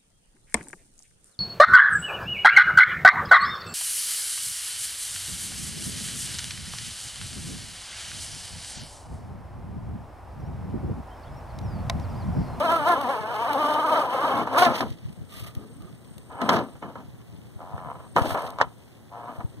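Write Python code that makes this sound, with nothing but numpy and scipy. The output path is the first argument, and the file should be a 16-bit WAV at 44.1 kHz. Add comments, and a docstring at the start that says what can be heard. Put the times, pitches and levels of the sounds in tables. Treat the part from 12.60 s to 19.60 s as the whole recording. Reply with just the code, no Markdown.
"""Toy truck crawling over rocks

A toy truck's small gears whine with a wavering speed as a sum of partials, or as single tooth contacts at a crawl.
The tyres grind as random grains and stone knocks ring the chassis, both through a bank of plastic resonances.
Steering hums and hisses, and a faint tone glides up. A light breeze thumps on the microphone ports as low noise,
and insects buzz far off as a throbbing band of noise over open air and a far hum.
Two close microphone capsules are subtracted from each other to make the stereo pair."""
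import sys
import numpy as np
from scipy import signal
from scipy.fft import rfft, irfft
from scipy.io import wavfile
from scipy.ndimage import uniform_filter1d

SR = 44100
rng = np.random.default_rng(int(sys.argv[2]) if len(sys.argv) > 2 else 0)


def master_out(mix):
    """Clip the mix to full scale and print it as 16-bit PCM to the path in sys.argv[1]."""
    frames = np.transpose(np.atleast_2d(mix))
    ceiling = np.clip(frames, -1, 1)
    pcm = np.round(ceiling * 32767).astype(np.int16)
    wavfile.write(sys.argv[1], SR, pcm)


def gain_from_db(level_db):
    """Turn a decibel level (scalar or array-like) into a linear amplitude factor."""
    decades = np.asarray(level_db, float) / 20
    return 10 ** decades


N = 308700
T = np.arange(N) / SR
HZ = np.maximum(np.fft.rfftfreq(N, 1 / SR), 1)


def rms_one(x):
    """Scales a sound to an rms (average strength) of 1."""
    return x / np.sqrt(np.mean(x ** 2) + 1e-20)


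def in_time(rows, outside=None):
    """Draws straight lines between the rows of a table, one curve per column after the time."""
    s, *columns = np.transpose(rows)
    return [np.interp(T, s, column, outside, outside) for column in columns]


def at_hz(points, axis=1):
    """Reads one column of a spectrum table at every FFT frequency."""
    points = np.array(points)
    return np.interp(np.log(HZ), np.log(points[:, 0]), points[:, axis])


def noise():
    """Fresh white noise: equal strength at all pitches."""
    return rng.standard_normal(N)


def coloured(points):
    """Fresh noise shaped to a spectrum table, rms 1."""
    return rms_one(irfft(rfft(noise()) * gain_from_db(at_hz(points)), N))


def drift(rate_hz):
    """A slow random wander with rms 1, from smoothed noise drawn at every 20th sample."""
    r = np.exp(-40 * np.pi * rate_hz / SR)
    draws = rng.standard_normal(N // 20 + 2202)
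    slow = signal.lfilter([1], [1, -2 * r, r * r], draws)[2200:]   # skip the filter's start
    return np.interp(np.arange(N) / 20, np.arange(len(slow)), rms_one(slow))


def resonate(x, hz, width_hz):
    """Lets one pitch ring: a two-pole resonance with gain close to 1 at its top."""
    r = np.exp(-np.pi * width_hz / SR)
    top = [(1 - r * r) / 2, 0, (r * r - 1) / 2]
    bottom = [1, -2 * r * np.cos(2 * np.pi * hz / SR), r * r]
    return signal.lfilter(top, bottom, x + 1e-18)


def soft(x, hz):
    """Softens a contact by low-passing its click."""
    r = np.exp(-2 * np.pi * hz / SR)
    return signal.lfilter([1 - r], [1, -r], x)


def evened(x, seconds):
    """Divides out the running level, so that another curve can set the loudness."""
    return x / np.sqrt(uniform_filter1d(x ** 2, int(seconds * SR)) + 1e-9)


def clicks(rows, db):
    """One single-sample push per event."""
    out = np.zeros(N)
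    out[(np.array(rows)[:, 0] * SR).astype(int)] = gain_from_db(db)
    return out


def dying(x, t60):
    """Turns each push into a level that falls by 60 dB in t60 seconds."""
    return signal.lfilter([1], [1, -gain_from_db(-60 / (t60 * SR))], x)


def grains(per_s, spread_db):
    """Random clicks of uneven size and either sign, rms 1."""
    sizes = gain_from_db(spread_db * np.minimum(rng.exponential(1, N), 5)) * rng.choice([-1, 1], N)
    return rms_one(sizes * (rng.random(N) < per_s / SR))


def swells(rows, db, rise_s, t60):
    """Loudness curve in which each event rises, holds for its length and dies away."""
    out = np.zeros(N)
    for (start_s, length_s, *_), level_db in zip(rows, db):
        heard = slice(int(start_s * SR), int((start_s + rise_s + length_s + 2 * t60) * SR))
        t = T[heard] - start_s
        fall_db = 60 * np.maximum(t - rise_s - length_s, 0) / t60
        out[heard] += gain_from_db(level_db - fall_db) * np.clip(t / rise_s, 0, 1)
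    return out


# resonances of the plastic chassis: pitch_hz, width_hz, level_db
CHASSIS_MODES = [(262.2, 37, 3), (482, 124, 2), (687.5, 148, 4.5), (995, 144, 5), (1303, 254, 2),
                 (1680, 434, 1), (1885, 595, 0), (2310, 780, -4), (3160, 160, -4), (3590, 770, -20),
                 (4960, 280, -42)]


def chassis(x, narrow=1):
    """Shakes the plastic chassis: all its resonances ring side by side, with alternating signs."""
    return sum((-1) ** k * gain_from_db(db) * resonate(x, hz, width * narrow)
               for k, (hz, width, db) in enumerate(CHASSIS_MODES))


# speed of the gears, before it trembles: time_s, contacts_per_s
GEAR_SPEED = [(0.0, 293), (0.021, 300), (0.042, 362), (0.056, 335), (0.087, 313), (0.114, 338), (0.15, 343),
              (0.207, 296), (0.245, 290), (0.278, 346), (0.293, 360), (0.344, 338), (0.359, 255),
              (0.407, 297), (0.464, 229), (0.506, 287), (0.536, 253), (0.564, 212), (0.58, 212),
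              (0.596, 224), (0.632, 209), (0.656, 218), (0.694, 232), (0.727, 240), (0.742, 207),
              (0.776, 208), (0.798, 228), (0.83, 236), (0.855, 232), (0.89, 304), (0.914, 283),
              (0.938, 298), (0.961, 262), (1.0, 306), (1.022, 299), (1.07, 295), (1.1, 304), (1.112, 297),
              (1.148, 307), (1.171, 287), (1.195, 312), (1.224, 300), (1.248, 321), (1.284, 290),
              (1.306, 326), (1.344, 294), (1.366, 340), (1.39, 291), (1.412, 317), (1.445, 250),
              (1.473, 257), (1.503, 237), (1.54, 277), (1.58, 250), (1.62, 296), (1.645, 289), (1.668, 330),
              (1.708, 252), (1.745, 280), (1.8, 268), (1.838, 290), (1.91, 236), (1.967, 292), (1.987, 356),
              (2.008, 343), (2.026, 376), (2.045, 358), (2.07, 348), (2.089, 330), (2.125, 230), (2.2, 265),
              (3.68, 103), (3.8, 138), (3.94, 294), (4.1, 192), (4.97, 77), (5.015, 77), (5.03, 90),
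              (5.07, 92), (5.11, 106), (5.165, 96), (5.168, 55), (5.18, 55), (5.184, 90), (5.255, 90),
              (5.262, 70), (5.33, 68), (5.42, 74), (6.5, 100), (6.55, 100), (6.57, 118), (6.69, 121),
              (6.75, 100), (6.85, 72)]
# moments when the gears take up their play on a tooth: start_s
CRAWL_STARTS = [0, 4.977, 6.505]


def gear_motion():
    """Adds up the gear speed into tooth contacts; a click marks each one."""
    mesh_hz, = in_time(GEAR_SPEED)
    fast = np.clip((mesh_hz - 150) / 50, 0, 1)   # 0 at a crawl, 1 at speed
    turns = np.cumsum(mesh_hz * (1 + .014 * drift(45))) / SR   # the speed trembles
    starts = (np.array(CRAWL_STARTS) * SR).astype(int)
    begun = starts[np.searchsorted(starts, np.arange(N), "right") - 1]
    contacts = np.diff(np.floor(turns - turns[begun]), prepend=0) > 0
    return fast, turns, contacts * gain_from_db(1.3 * drift(200))


# effort of the drive at the chassis, one table per pull: time_s, level_db
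PULL_EFFORTS = [
    [(0.0, -29), (0.03, -26.5), (0.08, -28), (0.12, -23), (0.16, -26), (0.208, -31.5), (0.26, -29.5),
     (0.28, -20.5), (0.332, -23.5), (0.352, -29.5), (0.452, -34), (0.498, -28), (0.608, -37.5), (0.77, -33),
     (1.014, -27.5), (1.196, -28), (1.232, -29.5), (1.294, -27), (1.33, -24.5), (1.358, -23.5),
     (1.492, -34.5), (1.534, -28.5), (1.602, -31), (1.638, -27), (1.752, -29), (1.814, -29), (1.862, -43.5),
     (1.872, -37), (1.91, -37.5), (1.94, -28.5), (1.95, -31), (1.964, -25), (1.995, -19), (2.013, -23.5),
     (2.025, -16.5), (2.045, -25), (2.065, -20), (2.09, -27), (2.13, -31), (2.2, -39.5), (2.208, -29),
     (2.225, -29.5), (2.248, -42), (2.322, -67)],
    [(3.695, -61), (3.704, -47.5), (3.792, -42.5), (3.816, -35), (3.885, -37), (3.9, -28), (3.928, -27),
     (3.96, -29), (3.975, -33), (3.998, -33.5), (4.04, -43), (4.08, -55), (4.146, -66)],
    [(4.215, -63), (4.226, -45), (4.256, -47), (4.31, -50.5), (4.35, -59), (4.356, -45), (4.419, -55),
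     (4.489, -86)],
    [(4.98, -63), (4.992, -55), (5.005, -46), (5.064, -49.5), (5.17, -46.5), (5.2, -48), (5.25, -45.5),
     (5.322, -40), (5.35, -71)],
    [(5.33, -67), (5.35, -47), (5.38, -56), (5.404, -48), (5.418, -61), (5.446, -51), (5.484, -68)],
    [(5.561, -41), (5.567, -27.5), (5.614, -33.5), (5.65, -35.5), (5.664, -40), (5.7, -40.5), (5.74, -37),
     (5.758, -32.5), (5.884, -41), (5.98, -53), (6.098, -56.5), (6.178, -82)],
    [(6.512, -62), (6.519, -50), (6.574, -43), (6.594, -46.5), (6.69, -43), (6.73, -70)],
    [(6.69, -52), (6.72, -47), (6.79, -53), (6.805, -42.5), (6.82, -46.5), (6.83, -57), (6.88, -70)],
]
# share of tyre grind in each pull, before judder and limits: share_0_to_1
PULL_GRIND = [0.02, 0.75, 0.8, 0.18, 0.8, 0.75, 0.25, 0.8]
# at speed the tyres judder under load, then break loose: time_s, added_grind_0_to_1
TYRE_JUDDER = [(0.0, 0), (0.34, 0), (0.37, .15), (0.54, .12), (0.66, .06), (0.7, .3), (0.74, 0),
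               (0.85, .05), (1.0, .1), (1.38, .12), (1.44, .5), (1.54, .25), (1.8, .45), (1.83, .85),
               (1.94, .8), (1.97, .05), (2.07, .15), (2.1, 1)]


def load(fast):
    """Adds the pulls into one effort, and works out how much of it goes into grind."""
    efforts = [gain_from_db(in_time(pull, outside=-120)[0]) for pull in PULL_EFFORTS]
    effort = sum(efforts)
    rough = sum(share * part for share, part in zip(PULL_GRIND, efforts)) / effort
    rough = rough + fast * in_time(TYRE_JUDDER)[0]
    return effort, np.clip(.11 + .87 * rough, 0, 1)


# loudness of multiples 1 to 14 of the contact rate, before sharpness and drift: level_db
PARTIAL_LEVELS = [-1, 0.5, 0.5, 2.5, -3, -5, -5.5, -3.5, -17, -4, -7.5, -4.5, -5, -9]
# lightly loaded teeth touch more sharply; the tilt turns about the third multiple and
# stops growing at the fifth: time_s, tilt_db_per_multiple
TOOTH_SHARPNESS = [(0.0, 1.5), (0.35, 0), (0.45, 1), (0.56, 1.5), (0.85, 2.5), (0.95, -0.5), (1.4, 0.5),
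                   (1.5, 1.5), (1.8, 2.5), (1.97, 0), (2.1, 1)]
# strain of a crawl, which rings the gearbox higher: time_s, level_db
CRAWL_STRAIN = [(5.0, -5), (5.05, -22), (5.16, -17), (5.19, -2), (5.34, 12), (5.4, -2), (6.5, -19),
                (6.6, -16), (6.68, 11), (6.72, -5)]


def gear_whine(fast, turns, teeth):
    """Rings the chassis with single contacts at a crawl, which merge into swelling partials at speed."""
    tilt_db, = in_time(TOOTH_SHARPNESS)
    partials = 0
    for k, db in enumerate(PARTIAL_LEVELS, 1):
        level = gain_from_db(3.8 * drift(30.0) + db + tilt_db * (min(k, 5) - 3))
        partials = partials + level * np.cos(2 * np.pi * (k * turns + rng.random()))
    # slow contacts are soft and reach only the gearbox band
    crawl = resonate(resonate(teeth, 730, 410), 770, 620)
    strained = resonate(teeth, 1050, 240) + gain_from_db(-15.0) * resonate(teeth, 2060, 500)
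    crawl = crawl + gain_from_db(in_time(CRAWL_STRAIN)[0]) * strained
    at_speed = evened(chassis(partials), seconds=0.057)
    at_crawl = evened(chassis(crawl, narrow=0.62), seconds=0.036)
    return fast * at_speed + (1 - fast) * at_crawl


def grind():
    """Tyres and gears grind: many soft, uneven grains shake the chassis."""
    return evened(chassis(soft(grains(900, spread_db=1.0), 1260)), seconds=0.073)


def whistle():
    """A thin steady whistle: noise through one very narrow resonance."""
    return rms_one(resonate(noise(), 3900, 32))


# the body lurches on its springs: start_s, length_s, level_db
BODY_LURCHES = [(0.039, 0.011, -39), (0.18, 0.0067, -57), (0.434, 0.013, -39.5), (0.982, 0.02, -49),
                (1.542, 0.015, -52), (1.736, 0.084, -36), (1.954, 0.028, -61), (2.062, 0.02, -27.5),
                (2.211, 0.024, -34.5), (2.952, 0.086, -51.5), (3.813, 0.029, -29.5), (3.882, 0.11, -29.5),
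                (4.218, 0.042, -44), (4.373, 0.017, -49), (5.555, 0.013, -30.5), (5.638, 0.023, -36.5),
                (6.675, 0.019, -49), (6.797, 0.009, -47.5)]


def shudder(effort):
    """Low resonant noise of the body on its springs, with lurches, effort and a steady floor."""
    level = swells(BODY_LURCHES, np.array(BODY_LURCHES)[:, 2], rise_s=0.0059, t60=0.28)
    level = level + gain_from_db(-28 + 6.4 * drift(6.3)) * effort + gain_from_db(-63)
    rumble = resonate(resonate(noise(), 247.5, 61), 166.0, 480)
    return level * evened(rumble, seconds=0.0315)


# shape of the hiss noise: pitch_hz, level_db (per Hz)
HISS_COLOUR = [(1200, -16.5), (2000, 5.5), (3200, 6.5), (4500, 1), (6000, -4.5), (7500, -17.5), (9000, -24),
               (15000, -52)]
# shape of the finest grit and brush sparks: pitch_hz, level_db (per Hz)
FIZZ_COLOUR = [(5000, -6), (7000, -4.5), (9000, 4.5), (12000, 1), (15300, -4), (15700, -37)]
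# tyres and skid plate scrape the rock: start_s, length_s, level_db, brightness_db
ROCK_SCRAPES = [(0.267, 0.032, -72, -6), (1.34, 0.014, -51, -27), (1.967, 0.017, -35, -5.5),
                (1.995, 0.018, -35, -40), (2.11, 0.015, -46, -30), (2.134, 0.032, -47, -6),
                (2.245, 0.051, -58, -8), (2.33, 0.14, -74, -15), (3.797, 0.0077, -57, -21),
                (3.923, 0.028, -49, -34), (5.547, 0.016, -45, -5), (5.609, 0.072, -47, -6.5),
                (5.671, 0.042, -56.5, 3), (5.758, 0.082, -53, -5), (6.68, 0.13, -84, 14.5)]
# the steering works: start_s, length_s, hum_db, hiss_db
STEERING = [(2.687, 0.017, -68, -60.5), (2.719, 0.069, -60, -53), (2.791, 0.0072, -58, -53.5),
            (2.833, 0.0062, -56.5, -54.5), (2.86, 0.0084, -51.5, -52.5), (2.944, 0.092, -63.5, -73),
            (3.198, 0.071, -64.5, -80)]
STEERING_RISE_S, STEERING_T60_S = 0.0087, 0.12


def brush_and_grit_hiss(effort, rough, fast, turns):
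    """Brushes, grit, scrapes and steering hiss as two noises that pulse with each tooth contact."""
    scrape_db, bright_db = np.array(ROCK_SCRAPES)[:, 2:].T
    scrape = swells(ROCK_SCRAPES, scrape_db, rise_s=0.029, t60=0.14)
    bright_scrape = swells(ROCK_SCRAPES, scrape_db + bright_db, rise_s=0.029, t60=0.14)
    steer = swells(STEERING, np.array(STEERING)[:, 3], STEERING_RISE_S, STEERING_T60_S)
    hiss = gain_from_db(-19.5) * effort * fast + gain_from_db(3 * drift(83)) * scrape + steer + gain_from_db(-67.5)
    fizz = gain_from_db(-25.5) * effort * fast + bright_scrape + gain_from_db(-1.5) * steer
    flicker = gain_from_db(2.0 * drift(54)) * (1 + .7 * (1 - rough) * np.cos(2 * np.pi * turns))
    return [flicker * (hiss * coloured(HISS_COLOUR) + fizz * coloured(FIZZ_COLOUR)) for capsule in range(2)]


def drive():
    """Tooth contacts and the grind of tyres and gears shake the chassis; brushes and grit hiss."""
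    fast, turns, teeth = gear_motion()
    effort, rough = load(fast)
    grinding = grind()
    whine = gear_whine(fast, turns, teeth)
    body = effort * (np.sqrt(1 - rough) * whine + np.sqrt(rough) * grinding)
    body = body + gain_from_db(-76.5 + 2.7 * drift(24.0)) * grinding   # a faint rattle throughout
    body = body + gain_from_db(-42) * effort * fast * whistle()
    return body + shudder(effort), brush_and_grit_hiss(effort, rough, fast, turns)


# the chassis strikes stone; pitch is that of the struck part: start_s, level_db, sharpness_db, pitch_hz
STONE_KNOCKS = [(1.873, -20, -33, 1000), (1.948, -19, -41, 1150), (2.207, -24.5, -10, 1022),
                (3.805, -23, -61, 1181), (3.816, -17.5, -23, 800), (3.8917, -9.5, -15, 1000),
                (3.91, -17, -47, 800), (3.937, -18.5, -21, 1100), (3.968, -18, -27, 1100),
                (3.987, -25, -31, 700), (4.153, -38.5, -32, 723.5), (4.224, -23, -56, 560),
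                (4.355, -33, -53, 640), (5.179, -32.5, -49, 1050), (5.563, -7, -30, 710),
                (5.582, -14, -41, 800), (5.596, -28, -42, 900), (5.658, -21.5, -25, 719.4),
                (5.704, -18, -33, 1400), (5.747, -20.5, -40, 771), (5.775, -18.5, -30, 543),
                (5.9863, -22.5, -25, 880), (6, -11, -69, 630), (6.0125, -14.5, -15.5, 1050),
                (6.803, -33.5, -46, 993)]
# a hard edge gives one sharp push, centred on its time: time_s, level_db, pitch_hz
HARD_SNAPS = [(1.873, -24, 1100), (1.948, -18, 1170), (2.2082, -21, 1100), (3.8903, -11.5, 1330),
              (4.356, -32.5, 780), (5.18, -30, 1100), (5.5648, -9.5, 930), (5.66, -17.5, 716),
              (5.707, -24, 1290), (5.749, -14.5, 910), (5.987, -24, 865), (6.0137, -3, 1220)]
# ticks of grit: start_s, level_db
GRIT_TICKS = [(0.4126, -39.5), (0.932, -35.5), (2.303, -49), (2.5276, -58), (2.9505, -47.5), (3.221, -54),
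              (3.581, -48.5), (3.931, -38), (5.821, -45), (5.9042, -46.5)]


def knocks():
    """A blow snaps, rings the modes nearest the struck part, rattles them and cracks in the treble."""
    level_db, sharp_db, struck_hz = np.array(STONE_KNOCKS)[:, 1:].T
    # dull blows hardly snap
    snap = resonate(clicks(STONE_KNOCKS, level_db + .5 * sharp_db), 1450, 560)
    grit = grains(2500, spread_db=-6.5)
    ring = 0
    for k, (hz, width, db) in enumerate(CHASSIS_MODES):
        octaves_away = np.abs(np.log2(hz / struck_hz))
        blow = clicks(STONE_KNOCKS, level_db + db - 3.6 * octaves_away)
        rattle = dying(blow, 0.088) * grit
        ring = ring + (-1) ** k * resonate(gain_from_db(15.5) * blow + gain_from_db(2) * rattle, hz, 0.74 * width)
    for s, db, hz in HARD_SNAPS:
        near = slice(int(s * SR) - 300, int(s * SR) + 300)
        cycles = hz * (T[near] - s)
        ring[near] += gain_from_db(db) * np.cos(2 * np.pi * cycles) * np.exp(-(cycles / 0.51) ** 2)
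    crack = dying(clicks(STONE_KNOCKS, level_db + sharp_db), 0.045)
    tick = dying(clicks(GRIT_TICKS, np.array(GRIT_TICKS)[:, 1]), 0.016)
    hiss, fizz = gain_from_db(4.0) * (crack + tick), 0.039 * crack + 1.23 * tick
    treble = [hiss * coloured(HISS_COLOUR) + fizz * coloured(FIZZ_COLOUR) for capsule in range(2)]
    return gain_from_db(29.5) * snap + ring, treble


# resonances of the steering: pitch_hz, width_hz, level_db
STEERING_MODES = [(640, 82, -4), (1220, 91, -0.5), (1560, 75, -21)]


def steering_hum():
    """The steering hums roughly: random grains ring a few resonances."""
    hum = sum(gain_from_db(db) * rms_one(resonate(grains(3000, spread_db=4.0), hz, width))
              for hz, width, db in STEERING_MODES)
    return swells(STEERING, np.array(STEERING)[:, 2], STEERING_RISE_S, STEERING_T60_S) * hum


def gliding_tone():
    """A faint sine holds with its octave, then glides up."""
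    hold_s, glide_start_s, glide_s = .12, 3.09, 0.15
    # the pitch climbs a little longer, while the tone dies away
    hz = 215 + 850 * np.clip(T - glide_start_s, 0, glide_s + 0.036)
    angle = 2 * np.pi * np.cumsum(hz) / SR
    start_s = glide_start_s - hold_s
    tone = swells([(start_s, hold_s + glide_s)], [-52], rise_s=0.03, t60=0.16)
    octave = swells([(start_s, hold_s)], [-59], rise_s=0.02, t60=0.2)
    tone = tone * gain_from_db(2.5 * drift(30)) * np.sin(angle)
    return tone + octave * gain_from_db(2.5 * drift(30)) * np.sin(2 * angle)


# far capsule against near one, for the truck: pitch_hz, level_db, unrelated_share_0_to_1, phase_lag_rad
FAR_CAPSULE = [(107.3, 15, 0, 0.01), (240, -3.5, 0, 0.48), (650, 0.5, 0.1, 0.29), (1200, 4, 0.18, 1.5),
               (1360, 1.5, 0.34, 2), (1840, 7.5, 0.2, 1.95), (2150, -4, 1, 1.75), (2570, -1, 1, 2.9),
               (5900, 2, 0.91, 1.7), (12200, 1, 1, 2.4)]


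def to_capsules(x, hiss):
    """The far capsule hears the truck later, shadowed and partly by other paths."""
    scatter = rng.standard_normal(300) * np.exp(-np.arange(300) / 70)
    scattered = signal.fftconvolve(x, scatter / np.linalg.norm(scatter))[:N]
    other = rfft(scattered + hiss[1])
    near = x + hiss[0]
    direct = rfft(near) * np.exp(-1j * at_hz(FAR_CAPSULE, axis=3))
    share = np.clip(at_hz(FAR_CAPSULE, axis=2), 0, 1)
    far = gain_from_db(at_hz(FAR_CAPSULE)) * (np.sqrt(1 - share) * direct + np.sqrt(share) * other)
    return np.array([near, irfft(far, N)])


# strength of the breeze, before its lumps: time_s, level_db
BREEZE_LEVEL = [(0.0, -46.5), (1.3, -60.5), (2.0, -47.5), (4.0, -55), (4.5, -53.5), (5.5, -50),
                (6.0, -48.5), (6.5, -86), (7.0, -44)]
# thumps on the ports, before they are shared between the two: time_s, level_db
PORT_THUMPS = [(2.271, -24), (2.313, -18), (2.455, -19), (2.616, -23), (2.826, -24), (2.973, -17),
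               (4.962, -25), (5.141, -19.5), (5.617, -10), (5.675, -24), (5.722, -21), (6.788, -22),
               (6.848, -14.5)]


def wind():
    """Lumpy low noise, own on each port, and single thumps that push one port more."""
    level = gain_from_db(in_time(BREEZE_LEVEL)[0])
    low = signal.butter(2, [45, 170], "band", fs=SR, output="sos")
    lumps = [level * gain_from_db(5.9 * np.minimum(drift(21.4), 2)) * rms_one(signal.sosfilt(low, noise()))
             for port in range(2)]
    t = np.arange(-900, 900) / SR
    puff = np.sin(2 * np.pi * 95 * t) * np.exp(-(t / 0.0044) ** 2)
    thumps = signal.fftconvolve(clicks(PORT_THUMPS, np.array(PORT_THUMPS)[:, 1]), puff, "same")
    return np.array(lumps) + thumps * [[.7], [-.3]]   # opposite pushes


# loudness of the insects, before it wanders: time_s, level_db
INSECT_LEVEL = [(0.0, -64.5), (2.5, -77.5), (2.9, -75), (3.1, -74), (3.25, -72.5), (3.9, -68),
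                (4.15, -77.5), (4.6, -82), (5.1, -78), (5.3, -75.5), (5.67, -60), (6.0, -73), (6.25, -78),
                (6.5, -85), (6.75, -73.5), (7.0, -84)]


def insects():
    """Insects buzz as a narrow band of noise, throbbing about 31 times a second."""
    throb = 1 + 0.5 * np.sin(2 * np.pi * np.cumsum(31.0 * (1 + 0.034 * drift(3.34))) / SR)
    buzz = rms_one(resonate(resonate(noise(), 8560, 450), 8560, 1100)) * throb
    return gain_from_db(in_time(INSECT_LEVEL)[0] + 3.0 * drift(4.8)) * buzz


# shape of the open air noise: pitch_hz, level_db (per Hz)
AIR_COLOUR = [(60, -1), (120, -2), (250, -8), (500, -12), (1000, -20), (2000, -25.5), (4000, -45),
              (7000, -39.5), (10000, -30), (15000, -75)]
# a far hum that wavers: pitch_hz, width_hz, level_db
FAR_HUM = [(117, 10.6, -55), (232, 8.7, -68.5)]


def outdoors():
    """Air noise partly shared by the capsules, a far wavering hum, and insects straight ahead."""
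    shared = coloured(AIR_COLOUR)
    air = gain_from_db(-49.5) * np.array([0.15 * shared + 0.58 * coloured(AIR_COLOUR) for capsule in range(2)])
    hum = sum(gain_from_db(db) * rms_one(resonate(noise(), hz, width)) for hz, width, db in FAR_HUM)
    return air + hum * [[1], [0.6]] + insects()


def scene():
    """Adds up the air pressure at the two capsules."""
    body, hiss = drive()
    blows, cracks = knocks()
    truck = body + blows + gliding_tone() + steering_hum()
    return to_capsules(truck, np.add(hiss, cracks)) + wind() + outdoors()


def roll_off(x):
    """The treble ends steeply here."""
    return signal.sosfilt(signal.butter(12, 16060, fs=SR, output="sos"), x)


# the cross path from one capsule to the other side: pitch_hz, delay_cycles, gain_0_to_1
CROSS_PATH = [(0, 0, .92), (1170, .5, .9), (2540, 1, .93), (3790, 1.5, .9), (4960, 2, .75),
              (6370, 2.5, .85), (7580, 3, .95), (8620, 3.5, .6), (10400, 4, .6), (11800, 4.5, .8),
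              (13000, 5, .93), (14200, 5.5, .93), (15650, 6, .95)]


def record(dry):
    """Each side is one capsule minus the other delayed; centre bass is lifted and faint hiss added."""
    preamp_high = signal.butter(2, 3870, "high", fs=SR, output="sos")
    capsule_hiss, preamp_hiss = signal.sosfilt(preamp_high, rng.standard_normal((2, 2, N)))
    both = rfft(dry + gain_from_db(-70) * capsule_hiss)
    hz, cycles, gain = np.transpose(CROSS_PATH)
    delay = np.exp(-2j * np.pi * np.interp(HZ, hz, cycles))
    # the subtraction combs sum and difference and thins the centre bass
    sides = both - np.interp(HZ, hz, gain) * delay * both[::-1]
    centre_bass = sides.mean(axis=0) * gain_from_db(11) / (1 + 1j * HZ / 90)
    sides = irfft(sides + centre_bass, N) + gain_from_db(-67) * preamp_hiss
    sides = signal.sosfilt(signal.butter(3, 62, "high", fs=SR, output="sos"), sides)
    sides = signal.sosfilt(signal.cheby2(22, 50, 15900, fs=SR, output="sos"), sides)   # steep treble limit
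    return roll_off(np.clip(sides, -1, 1))


dry = scene()
out = record(dry)
master_out(out)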